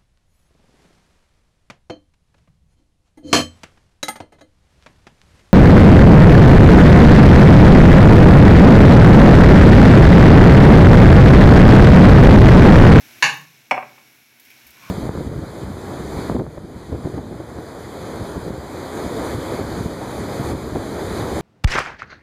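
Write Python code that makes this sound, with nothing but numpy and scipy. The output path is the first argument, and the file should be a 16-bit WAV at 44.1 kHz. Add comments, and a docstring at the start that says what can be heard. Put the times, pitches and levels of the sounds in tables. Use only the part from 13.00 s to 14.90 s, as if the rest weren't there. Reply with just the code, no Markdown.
"""Pancakes sizzle quietly in a small kitchen, under a thin high whistle: dense noise bursts, filtered noise.
A steel spatula clangs on the pan and chatters, then knocks duller on a pancake: noise bursts and decaying modes.
Fat spits in short bright bursts, the lifting blade ticks, and a faint low bump sounds.
A soft scrape of tiny slips and rubbing noise swells at the end."""
import sys
import numpy as np
from scipy import signal
from scipy.fft import rfft, irfft, next_fast_len
from scipy.io import wavfile

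SR = 44100
rng = np.random.default_rng(int(sys.argv[2]) if len(sys.argv) > 2 else 0)


def digitize_waveform(pressure):
    """Quantize a signal to 16-bit integers and store it at the path in sys.argv[1].

    Rows of a 2-D input are taken as channels; values are limited to [-1, 1].
    """
    field = np.atleast_2d(pressure).T
    bounded = np.clip(field, -1, 1)
    quanta = np.round(bounded * 32767).astype(np.int16)
    wavfile.write(sys.argv[1], SR, quanta)


N = 83790
T = np.arange(N) / SR

# Diffuse room echo: f/Hz, t60/s
ROOM_T60_S = [(120, 0.71), (300, 0.43), (800, 0.33), (2200, 0.3), (5000, 0.32), (12000, 0.35)]
ROOM_DELAY_S, ROOM_BUILD_S = 0.002, 0.0051

# Stove and room rumble spectrum: f/Hz, level/dB
RUMBLE_SPECTRUM = [(25, -37.5), (55, -21), (90, -14.5), (130, -3), (175, -14), (245, -4.5), (330, -8),
                   (420, -13), (700, -38)]
# Frying bands: t/s, lows (also rumble) level/dB, middle level/dB, hiss level/dB
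FRY_LEVELS = [(0, -57.5, -49.5, -53), (0.21, -57, -48.5, -52.5), (0.5, -65, -54, -59),
              (0.68, -65, -56, -60.5), (0.95, -60.5, -54, -59), (1.15, -63.5, -56, -57.5),
              (1.26, -67.5, -57, -60.5), (1.38, -65, -57, -59.5), (1.46, -64.5, -53.5, -57),
              (1.58, -61, -52.5, -56.5), (1.73, -62, -52.5, -57.5), (1.9, -55, -48, -53.5)]
# Frying spectrum: f/Hz, level/dB
FRY_SPECTRUM = [(240, -34), (400, -14), (700, -5), (1000, -8.5), (1250, -10.5), (1520, -3), (1950, -4.5),
                (2300, -0.5), (2750, -1.5), (3200, -6.5), (3700, -4.5), (4900, -8.5), (5600, -3.5),
                (6600, -7), (8100, -10), (9600, -11.5), (11800, -2), (12800, -8.5), (13600, -11),
                (16000, -9)]
# Narrow resonances kept ringing by the bubbles: f/Hz, width/Hz, gain/dB
FRY_RESONANCES = [(2244, 61, 3), (5370, 140, -6.5)]
LOWS_TOP_HZ, HISS_BOTTOM_HZ = 1580, 8100
BUBBLES_PER_S, BUBBLE_SPREAD_DB = 5000, 0.5
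HAZE_GAIN = 0.75  # steam haze relative to bubbles

# Steam whistle: t/s, level/dB
WHISTLE_LEVELS = [(0, -64.5), (1.25, -79), (1.5, -70.5), (1.58, -67), (1.82, -63), (1.9, -64)]
WHISTLE_HZ, WHISTLE_WIDTH_HZ = 12840, 90

# Faint low bump: t/s, level/dB
BUMP_LEVELS = [(1.62, -95), (1.66, -63), (1.71, -64), (1.77, -83)]
# Bump spectrum: f/Hz, level/dB
BUMP_SPECTRUM = [(25, -15), (50, -7), (72, 8), (110, -19), (300, -35)]

# Soft scrape: t/s, level/dB
SCRAPE_LEVELS = [(1.72, -72), (1.80, -55), (1.812, -48), (1.87, -45.5), (1.9, -45)]
# Scrape spectrum: f/Hz, level/dB
SCRAPE_SPECTRUM = [(60, -15.5), (120, 9.5), (230, 1.5), (340, -4), (700, -3.5), (1000, 0), (1400, 4),
                   (1800, -11), (2400, 7), (3500, -11.5), (5800, -9), (9000, -25), (16000, -32)]
# Scrape resonances: f/Hz, width/Hz, gain/dB
SCRAPE_RESONANCES = [(1063, 55, 11.5), (1497, 30, 10.5)]

# Spits of fat: t/s, push level/dB
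FAT_SPITS = [(0.339, -65), (0.370, -67), (0.411, -69), (0.927, -89), (1.398, -67.5), (1.451, -71),
             (1.503, -70), (1.667, -65), (1.705, -68)]
# Spit spectrum: f/Hz, relative level/dB
SPIT_SPECTRUM = [(500, -35), (2500, -4), (6000, -5.5), (9000, -6), (12500, 2.5), (16000, 0)]

# Ticks of the lifting blade: t/s, push level/dB, low edge f/Hz, high edge f/Hz
TICK_CONTACTS = [(1.459, -75.5, 497, 5000), (1.503, -71, 504, 5000), (1.5145, -66.5, 490, 4930)]
# Tick overtone spectrum: f/Hz, relative level/dB
TICK_SPECTRUM = [(300, -15), (1500, -27), (2300, 6), (2900, -12), (8000, -21)]

# Blade pressed on the pancake: t/s, push level/dB, low edge f/Hz, high edge f/Hz
KNOCK_CONTACTS = [(0.7103, -25.5, 1850, 15900), (0.7135, -29.5, 120, 8940), (0.7205, -26, 450, 940),
                  (0.743, -45, 202, 2500), (0.769, -42, 395, 2340), (0.778, -35.5, 390, 2310),
                  (0.826, -44.5, 507, 2500), (0.973, -69, 590, 2600), (0.980, -59, 600, 2450)]
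# Damped pan modes: f/Hz, relative level/dB, t60/s
DAMPED_MODES = [(125, -7, .45), (250, -13, .6), (562, -7, .25), (598, -1, .27), (729, 1, .38),
                (766, -5, .35), (802, -6, .35), (998, -6, .3), (1066, -1, .3), (1276, -10, .3),
                (1385, -9, .33), (1583, -6, .38), (1660, -8, .36), (2035, -10, .3), (2202, -4, .36),
                (2247, -4, .4), (2320, -4, .25), (2767, -12, .3), (4328, -20, .16), (5230, -17, .22),
                (5420, -18, .2)]
# Knock overtone spectrum: f/Hz, relative level/dB
KNOCK_SPECTRUM = [(50, -37), (110, -10.5), (250, -7), (420, -14), (570, -2), (660, -4.5), (760, 4.5),
                  (900, -5), (1060, -2), (1300, -8.5), (1800, -13), (2350, -2), (2750, -10.5),
                  (3150, -23.5), (3500, -21), (3800, -40.5), (4300, -24.5), (4800, -40), (5350, -23.5),
                  (6200, -39.5), (7200, -37), (7950, -35.5), (8700, -41), (16000, -50.5)]

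# Spatula on the bare pan: t/s, push level/dB, low edge f/Hz, high edge f/Hz
CLANG_CONTACTS = [(0.2245, -29.5, 290, 16000), (0.2278, -30.5, 302, 14900), (0.2352, -37.5, 198, 11900),
                  (0.2405, -31, 150, 9340), (0.2478, -36, 80, 14000), (0.259, -50, 80, 9000),
                  (0.289, -40.5, 306, 3550)]
# Clang modes: f/Hz, relative level/dB, t60/s
BARE_MODES = [(138, -12, .5), (838, -2, .27), (880, -7, .25), (1085, -6, .4), (1118, -6, .4),
              (1160, -6, .3), (1568, -3, .28), (1593, -3, .28), (1721, -5, .39), (1760, -2, .39),
              (1810, -4, .28), (2162, -1, .19), (2289, -3, .3), (2450, -2, .2), (2631, 3, .31),
              (2700, -2, .22), (2764, -1, .28), (2809, -1, .3), (2882, -2, .32), (3005, -6, .32),
              (3725, -13, .28), (3887, -9, .22), (4505, -6, .22), (5220, -15, .22), (5940, -13, .2),
              (6368, -12, .18), (6840, -13, .22)]
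# Clang overtone spectrum: f/Hz, relative level/dB
CLANG_SPECTRUM = [(50, -43), (100, -22), (135, -4), (200, -20), (330, -19.5), (430, -20), (720, -14),
                  (830, -3.5), (1150, -7.5), (1380, -15.5), (1650, -0.5), (2000, -8.5), (2300, -4.5),
                  (2900, -1), (3250, -22.5), (3780, -12), (4500, -11.5), (5000, -23.5), (6500, -14),
                  (7300, -21), (8100, -34), (10500, -26.5), (16000, -44)]

RECORDER_TOP_HZ = 15900


def amp(db):
    """Decibels to gain."""
    return 10 ** (np.asarray(db) / 20)


def unit(x):
    """Scale to unit energy."""
    return x / np.sqrt(np.sum(x ** 2))


def steady(x):
    """Scale by the standard deviation: unit rms for a zero-mean signal."""
    return x / np.std(x)


def curve(rows, axis=1):
    """Gain over time from a dB column, held beyond its ends."""
    rows = np.array(rows)
    return amp(np.interp(T, rows[:, 0], rows[:, axis]))


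def swell(rows):
    """Gain curve, silent before its first point."""
    return curve(rows) * (T > rows[0][0])


def on_log_hz(hz, points):
    """Interpolate (f/Hz, value) points on a log-frequency axis."""
    points = np.array(points)
    return np.interp(np.log(hz + 1), np.log(points[:, 0]), points[:, 1])


def colour(x, spectrum):
    """Causal minimum-phase filter with the given dB response."""
    size = next_fast_len(2 * N, True)
    gain = amp(on_log_hz(np.fft.rfftfreq(size, 1 / SR), spectrum))
    cepstrum = irfft(np.log(gain), size)
    # fold onto positive time
    cepstrum[1:size // 2] *= 2
    cepstrum[size // 2 + 1:] = 0
    response = np.exp(rfft(cepstrum))
    return irfft(rfft(x, size) * response, size)[:N]


def cut(x, hz, kind, order=2):
    """Butterworth low-pass or high-pass."""
    sos = signal.butter(order, min(hz, SR / 2 - 1000), kind, fs=SR, output="sos")
    return signal.sosfilt(sos, x)


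def resonate(x, resonances):
    """Sum of narrow resonances driven by x."""
    out = 0
    for hz, width_hz, db in resonances:
        b, a = signal.iirpeak(hz, hz / width_hz, fs=SR)
        out = out + amp(db) * signal.lfilter(b, a, x)
    return out


def fade(t60_s):
    """Exponential decay, -60 dB at t60."""
    return np.exp(-np.log(1000) * T / t60_s)


def play(x, response):
    """Convolve a sound with a response."""
    return signal.fftconvolve(x, response)[:N]


def flat_noise():
    """Random-sign noise: constant magnitude keeps short bursts even in strength."""
    return np.sign(rng.standard_normal(N))


def kitchen():
    """Diffuse room echo: octave bands of noise build quickly, the bass decaying slowest."""
    rest = rng.standard_normal(N)
    out = 0
    for hz in 125 * 2 ** np.arange(8):
        # split off everything left below the band's upper edge
        sos = signal.butter(4, min(hz * np.sqrt(2), 20000), fs=SR, output="sos")
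        band = signal.sosfiltfilt(sos, rest)
        rest = rest - band
        out = out + band * fade(on_log_hz(hz, ROOM_T60_S))
    build = np.clip((T - ROOM_DELAY_S) / ROOM_BUILD_S, 0, 1)
    return unit(out * build)


def contact(at_s, db, low_hz, high_hz):
    """One push on the metal; point and softness of contact set its band."""
    push = cut(signal.unit_impulse(N, int(at_s * SR)), high_hz, "low")
    return cut(push, low_hz, "high") * amp(db) * np.sqrt(SR)


def clatter(contacts, spectrum, t60_s, room_db):
    """Each contact excites a short burst of dense overtones, prolonged by the room."""
    bursts = sum(play(contact(*row), unit(flat_noise() * fade(t60_s))) for row in contacts)
    filter_norm = np.linalg.norm(colour(signal.unit_impulse(N), spectrum))
    dry = colour(bursts, spectrum) / filter_norm
    return dry + amp(room_db) * play(dry, kitchen())


def ring(contacts, modes, ring_db):
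    """Long metal modes: contacts add energy to modes in their band; the energy leaks away."""
    out = 0
    for hz, db, t60_s in modes:
        energy = 0
        for at_s, push_db, low_hz, high_hz in contacts:
            in_band = 1 / (1 + (hz / high_hz) ** 4) / (1 + (low_hz / hz) ** 4)
            leak = np.exp(-2 * np.log(1000) * np.maximum(T - at_s, 0) / t60_s)
            energy = energy + amp(2 * push_db) * in_band * (T > at_s) * leak
        envelope = cut(np.sqrt(energy), hz / 4, "low")  # softens the onset
        out = out + amp(db) * envelope * np.sin(2 * np.pi * (hz * T + rng.random()))
    return amp(ring_db) * out


def rumble():
    """Low stove and room rumble: filtered noise at unit rms."""
    return steady(colour(rng.standard_normal(N), RUMBLE_SPECTRUM))


def frying():
    """Thousands of tiny bubble bursts per second over a haze of steam, with the stove rumble."""
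    sizes = amp(BUBBLE_SPREAD_DB * np.minimum(rng.exponential(size=N), 6))
    bubbles = (rng.random(N) < BUBBLES_PER_S / SR) * sizes * flat_noise()
    haze = HAZE_GAIN * rng.standard_normal(N)
    fry = colour(steady(bubbles) + haze, FRY_SPECTRUM)
    fry = fry + resonate(fry, FRY_RESONANCES)
    lows = steady(cut(fry, LOWS_TOP_HZ, "low", order=5))
    above_lows = cut(fry, LOWS_TOP_HZ, "high", order=5)
    middle = steady(cut(above_lows, HISS_BOTTOM_HZ, "low", order=3))
    hiss = steady(cut(fry, HISS_BOTTOM_HZ, "high", order=3))
    out = (lows + rumble()) * curve(FRY_LEVELS, axis=1)
    out = out + middle * curve(FRY_LEVELS, axis=2)
    return out + hiss * curve(FRY_LEVELS, axis=3)


def steam():
    """Thin whistle, likely steam from under the batter: noise through one narrow resonance."""
    whistle = resonate(rng.standard_normal(N), [(WHISTLE_HZ, WHISTLE_WIDTH_HZ, 0)])
    return steady(whistle) * curve(WHISTLE_LEVELS)


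def bump():
    """Faint low bump as the spatula is taken away: a swell of filtered noise."""
    return steady(colour(rng.standard_normal(N), BUMP_SPECTRUM)) * swell(BUMP_LEVELS)


def scrape(slips_per_s=600, rub_gain=1.0):
    """Something slides by the stove: dense little slips over rubbing noise excite resonances."""
    slips = (rng.random(N) < slips_per_s / SR) * rng.standard_normal(N)
    rub = colour(steady(slips) + rub_gain * rng.standard_normal(N), SCRAPE_SPECTRUM)
    return steady(rub + resonate(rub, SCRAPE_RESONANCES)) * swell(SCRAPE_LEVELS)


def spits():
    """Larger fat bubbles burst with a short bright spray of noise."""
    bursts = [(at_s, db, 500, 17000) for at_s, db in FAT_SPITS]
    return clatter(bursts, SPIT_SPECTRUM, t60_s=0.072, room_db=-11)


def ticks():
    """Light ticks of the lifting blade: short overtone bursts only."""
    return clatter(TICK_CONTACTS, TICK_SPECTRUM, t60_s=0.026, room_db=-1.5)


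def knock():
    """Blade on the pancake: overtone bursts plus the modes of the damped pan."""
    overtones = clatter(KNOCK_CONTACTS, KNOCK_SPECTRUM, t60_s=0.04, room_db=-8)
    return amp(-7.0) * overtones + ring(KNOCK_CONTACTS, DAMPED_MODES, ring_db=-4.0)


def clang():
    """Spatula on the bare pan: bright overtone bursts plus long modes."""
    overtones = clatter(CLANG_CONTACTS, CLANG_SPECTRUM, t60_s=0.04, room_db=-1)
    return amp(-4.5) * overtones + ring(CLANG_CONTACTS, BARE_MODES, ring_db=2.5)


def scene():
    """All sources at one microphone above the pan."""
    background = frying() + steam() + bump() + scrape() + spits()
    spatula = ticks() + knock() + clang()
    return (background + spatula)[None]


def record(dry):
    """Recorder: clips at full scale, then cuts the top steeply."""
    sos = signal.ellip(10, .2, 80, RECORDER_TOP_HZ, fs=SR, output="sos")
    return signal.sosfilt(sos, np.clip(dry, -1, 1))


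dry = scene()
out = record(dry)
digitize_waveform(out)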